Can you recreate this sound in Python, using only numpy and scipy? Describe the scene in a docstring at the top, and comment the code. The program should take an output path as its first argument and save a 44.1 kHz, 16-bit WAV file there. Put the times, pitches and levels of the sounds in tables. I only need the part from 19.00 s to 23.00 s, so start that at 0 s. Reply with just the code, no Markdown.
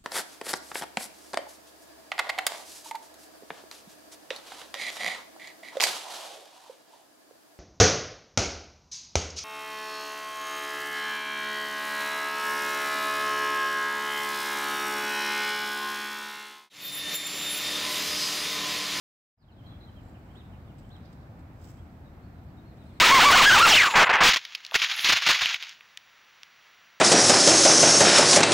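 """A garden, heard in stereo under the steady low rumble of distant traffic.
A small songbird whistles in the bushes right of the microphone; a second answers from farther off, left.
A displaying peacock rubs and ticks its feathers and scrapes a step through dry grass. Leaves rustle,
a far engine drones, and a faint hiss lies behind it all. The sound fades up in the first second."""
import sys
import numpy as np
from scipy import signal
from scipy.fft import rfft, irfft
from scipy.io import wavfile

SR = 44100
rng = np.random.default_rng(int(sys.argv[2]) if len(sys.argv) > 2 else 0)


def bounce(signal):
    """Save signal as a 16-bit WAV file at the path given by the first command-line argument."""
    frames = np.transpose(np.atleast_2d(signal))
    limited = np.clip(frames, -1, 1)
    pcm = np.round(limited * 32767).astype(np.int16)
    wavfile.write(sys.argv[1], SR, pcm)


N = 176400
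T = np.arange(N) / SR
FREQS = np.maximum(np.arange(N // 2 + 1) * SR / N, 1)


def songbirds():
    """Two birds, the nearer on the right and the farther on the left with more of the garden's echo."""
    # the near bird's notes: start_s, length_s, first_hz, middle_hz, last_hz, level_db
    song = [ (.378, .075, 5200, 4530, 3250, -61), (.480, .036, 3300, 2970, 2350, -58.5),
            (.510, .040, 4460, 3900, 3750, -64), (.560, .057, 3650, 3300, 3050, -65),
            (.635, .085, 3150, 3330, 3560, -64), (.660, .054, 4260, 3960, 4180, -58.5),
            (.712, .062, 3600, 3280, 3550, -61), (.803, .056, 4130, 3950, 4080, -57.5),
            (.858, .048, 3730, 3220, 3050, -65.5), (.958, .060, 3230, 3000, 2200, -63.5),
            (1.140, .044, 3150, 2700, 2150, -63), (1.285, .042, 2750, 3150, 3250, -67),
            (1.345, .078, 2320, 3880, 2310, -58.5), (1.522, .046, 3186, 2800, 2300, -64),
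            (1.675, .046, 3700, 3050, 2200, -65), (1.818, .042, 2550, 3000, 3250, -67.5),
            (1.900, .072, 2900, 4040, 2700, -59), (2.775, .040, 3050, 3280, 3330, -69)]
    # the far bird's notes, same columns
    answer = [ (3.040, 0.05, 3990, 3830, 3800, -72), (3.210, .065, 3850, 4420, 4200, -76),
              (3.345, .06, 4060, 4000, 3750, -76), (3.480, .04, 4390, 4500, 4480, -78),
              (3.568, 0.034, 3870, 3740, 3840, -67.5), (3.645, 0.081, 4000, 4250, 3620, -71),
              (3.772, 0.067, 3505, 3920, 3220, -69.5), (3.845, 0.0535, 3770, 4120, 4280, -72.5),
              (3.890, .035, 3750, 3450, 3180, -71), (3.920, .082, 4150, 4050, 3390, -72)]
    return (whistles(song, pan_db=-4, right_lag_s=-0.00018, echo_db=-0.5)
            + whistles(answer, pan_db=8, right_lag_s=0.00019, echo_db=2))


def whistles(notes, pan_db, right_lag_s, echo_db):
    """A bird's notes bend through three pitches, clear when held and husky in fast slurs."""
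    rasp, slur_rasp_s, edge_s, flutter_db = .016, .0018, .01, 2
    jitter, voice = walk(500), np.zeros(N)
    for start, length, first, middle, last, db in notes:
        on = (T >= start) & (T < start + length)
        progress = (T[on] - start) / length
        hz = np.polyval(np.polyfit([0, .5, 1], [first, middle, last], 2), progress)
        slur_per_s = abs(np.gradient(hz)) * SR / hz
        hz = hz * (1 + (rasp + slur_rasp_s * slur_per_s) * jitter[on])
        edge = np.clip(np.minimum(progress, 1 - progress) * length / edge_s, 0, 1)
        voice[on] += undb(db) * np.sin(np.pi / 2 * edge) * np.sin(2 * np.pi * np.cumsum(hz) / SR)
    voice = voice * undb(flutter_db * walk(150))
    direct = np.array([voice, np.interp(T - right_lag_s, T, voice)])
    return pan(pan_db) * direct + undb(echo_db) * garden_echo(voice)


def peacock():
    """Right of the microphone, feathers swish, the train is shaken and quills tick."""
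    # feather swishes: peak_s, rise_s, fall_s, level_db, pan_db
    swishes = [(1.07, .05, 0.04, -75.5, -18.5), (1.365, 0.046, 0.014, -73.5, -11),
               (1.88, .04, 0.052, -77, -8)]
    # shakes of the train, same columns
    shakes = [(2.648, 0.033, 0.029, -60.5, -9), (2.699, .03, .018, -58.5, -1),
              (2.78, 0.051, .025, -73.5, -12)]
    # quill ticks: peak_s, fall_s, level_db, pan_db
    quills = [(1.379, .005, -65, -9), (1.785, .015, -63, -11.5), (1.894, .005, -69, -9),
              (1.965, .005, -66, -6), (2.129, .0089, -61, -5), (2.394, .011, -66.5, -2),
              (2.645, .006, -60, 0), (2.698, 0.0056, -64, -3), (3.772, .004, -66, -6)]
    # spectra of swish, shake and tick: frequency_hz, level_db
    swish_colour = [(2000, -25), (4500, -6), (6200, -17), (7600, -1), (8400, -12), (9500, -21),
                    (15000, -16)]
    shake_colour = [(1500, -1), (3000, 2), (4300, -3), (5000, 5), (6500, 0), (8000, 7), (9700, -14),
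                    (12000, -7), (14000, -3), (15500, -1.5)]
    quill_colour = [(1500, -8), (3500, 1), (5200, 4.5), (6500, -5), (8000, 7), (9200, -17), (11500, -11),
                    (15000, -7)]
    tick_rise_s = 0.0016
    ticks = [(peak, tick_rise_s, fall, db, pan_db) for peak, fall, db, pan_db in quills]
    return friction(swishes, swish_colour) + friction(shakes, shake_colour) + friction(ticks, quill_colour)


def grass_step():
    """A step scrapes through dry grass on the right."""
    # scrapes: peak_s, rise_s, fall_s, level_db, pan_db
    scrapes = [(2.056, 0.013, 0.031, -64, -5), (2.23, 0.12, 0.035, -76, -7)]
    # spectrum of dry grass: frequency_hz, level_db
    scrape_colour = [(3500, -9), (4900, -7.5), (5800, -15)]
    return friction(scrapes, scrape_colour)


def bushes():
    """Leaves rub together in two soft, centred swells."""
    # rustles: peak_s, rise_s, fall_s, level_db, pan_db
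    rustles = [(1.4, 0.57, 0.62, -72, 0), (3.87, 0.091, 0.48, -66.5, 0)]
    # spectrum of the leaves: frequency_hz, level_db
    rustle_colour = [(1500, -3), (2300, 5.5), (3200, -1.5), (4800, -4.5), (6200, -14), (8000, -7),
                     (9200, -8), (11000, -20)]
    return friction(rustles, rustle_colour)


def friction(strokes, spectrum):
    """Grainy rubbing of feathers, leaves or grass; each stroke swells to a peak and dies away."""
    grain_db, echo_db = 2.5, -2.5
    envelope = 0
    for peak, rise, fall, db, pan_db in strokes:
        swell = np.exp(np.minimum((T - peak) / rise, (peak - T) / fall))
        envelope = envelope + pan(pan_db) * undb(db) * swell
    grain = unit(undb(grain_db * walk(180)))
    rub = envelope * grain * np.array([noise(colour(spectrum)) for _ in range(2)])
    return rub + undb(echo_db) * garden_echo(rub.mean(axis=0))


def traffic():
    """Far road noise: each octave band flickers a little; the bass is alike in both channels."""
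    # rumble common to both channels: frequency_hz, level_db
    mid_colour = [(18, -29), (31, -20.5), (40, -5), (54, -5), (70, -2.5), (88, -1.5), (115, -1.5),
                  (150, -6.5), (178, -6), (196, -8.5), (228, -9), (310, -13), (420, -22), (720, -20),
                  (1060, -28), (1500, -31), (2500, -39.5)]
    # rumble that differs between them, same columns
    side_colour = [(15, -45), (25, -11.5), (69, -6), (87, 5), (161, -4.5), (200, 0), (489, -7),
                   (1020, -5.5), (1480, -8), (2600, -19), (3380, -43), (5720, -120)]
    # the road's left-right balance: frequency_hz, pan_db
    balance = [(60, 1.0), (250, 0.8), (600, -1), (1300, -1.5), (2300, -4)]
    mid = undb(-43.8) * noise(colour(mid_colour))
    side = undb(-58.1) * noise(colour(side_colour))
    hz, db = np.array(balance).T
    pan_db = np.interp(np.log(FREQS), np.log(hz), db)
    spectrum = rfft(np.array([mid + side, mid - side])) * pan(pan_db)
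    flicker_db, rumble = 0.74, 0
    for octave in range(3, 15):
        band = np.maximum(1 - abs(np.log2(FREQS) - octave), 0)
        rumble = rumble + irfft(spectrum * band, N) * undb(flicker_db * walk(6.8))
    return rumble


def engine_drone():
    """A far engine's unsteady firing note swells within the rumble."""
    # the engine's swells: time_s, level_db
    swells = [(.6, -62), (1.2, -50), (2.0, -54.5), (2.5, -45), (3.4, -54), (3.9, -79)]
    firing_hz, wander_hz, waver_db = 82.7, 4.42, 2
    hz = firing_hz + wander_hz * walk(7.96)
    return np.sin(2 * np.pi * np.cumsum(hz) / SR) * undb(curve(swells) + waver_db * walk(8.9))


def hiss():
    """Smooth faint hiss, unrelated between the channels."""
    # spectrum of the hiss: frequency_hz, level_db
    hiss_colour = [(1800, -9.5), (2700, 2.5), (4000, 0.5), (5200, -3.5), (6400, -7), (7800, -6.5),
                   (9000, -12), (10500, -12), (13000, -6), (15500, -6)]
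    return undb(-69) * np.array([noise(colour(hiss_colour)) for _ in range(2)])


def garden_echo(x):
    """Quick scatter from nearby bushes and a longer tail from fences and house walls, in stereo."""
    scatter_t60_s, tail_t60_s, tail_db = 0.066, 0.99, -9
    t = T[:SR]
    decay = undb(-60 * t / scatter_t60_s) + undb(tail_db - 60 * t / tail_t60_s)
    response = rng.standard_normal((2, SR)) * decay
    response /= np.sqrt(np.sum(response ** 2, axis=1, keepdims=True))
    return signal.fftconvolve(x[None], response, axes=1)[:, :N]


def undb(db):
    """Decibels to gain."""
    return 10 ** (np.asarray(db) / 20)


def unit(x):
    """Scale to rms 1."""
    return x / np.sqrt(np.mean(x ** 2))


def curve(rows):
    """Rows of time_s, value joined by straight lines."""
    return np.interp(T, *np.array(rows).T)


def colour(rows):
    """Gain at every frequency from rows of frequency_hz, level_db, falling steeply beyond the ends."""
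    hz, db = np.array(rows).T
    skirts = np.minimum(FREQS / hz[0], 1) * np.minimum(hz[-1] / FREQS, 1)
    return undb(np.interp(np.log(FREQS), np.log(hz), db)) * skirts ** 6


def noise(gain):
    """Noise of rms 1 with the given spectral shape."""
    return unit(irfft(rfft(rng.standard_normal(N)) * gain, N))


def walk(rate_hz):
    """Smooth random wander of rms 1, moving about rate_hz times a second."""
    return noise(1 / (1 + (FREQS / rate_hz) ** 4))


def pan(pan_db):
    """Left and right gains; pan_db is the left level minus the right."""
    return undb(np.array([[.5], [-.5]]) * pan_db)


def scene():
    """The garden as it reaches the microphone."""
    return songbirds() + peacock() + grass_step() + traffic() + engine_drone() + hiss() + bushes()


def record(dry):
    """The recorder fades in and cuts the top."""
    # the opening fade: time_s, gain_db
    fade_in = [(.364, -65), (.376, -31), (.42, -16.5), (.52, -9.5), (.66, -2.5), (.8, -3)]
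    top_hz = 15750
    lowpass = signal.ellip(10, .2, 70, top_hz, fs=SR, output="sos")
    return signal.sosfilt(lowpass, dry * undb(curve(fade_in)))


dry = scene()
out = record(dry)
bounce(out)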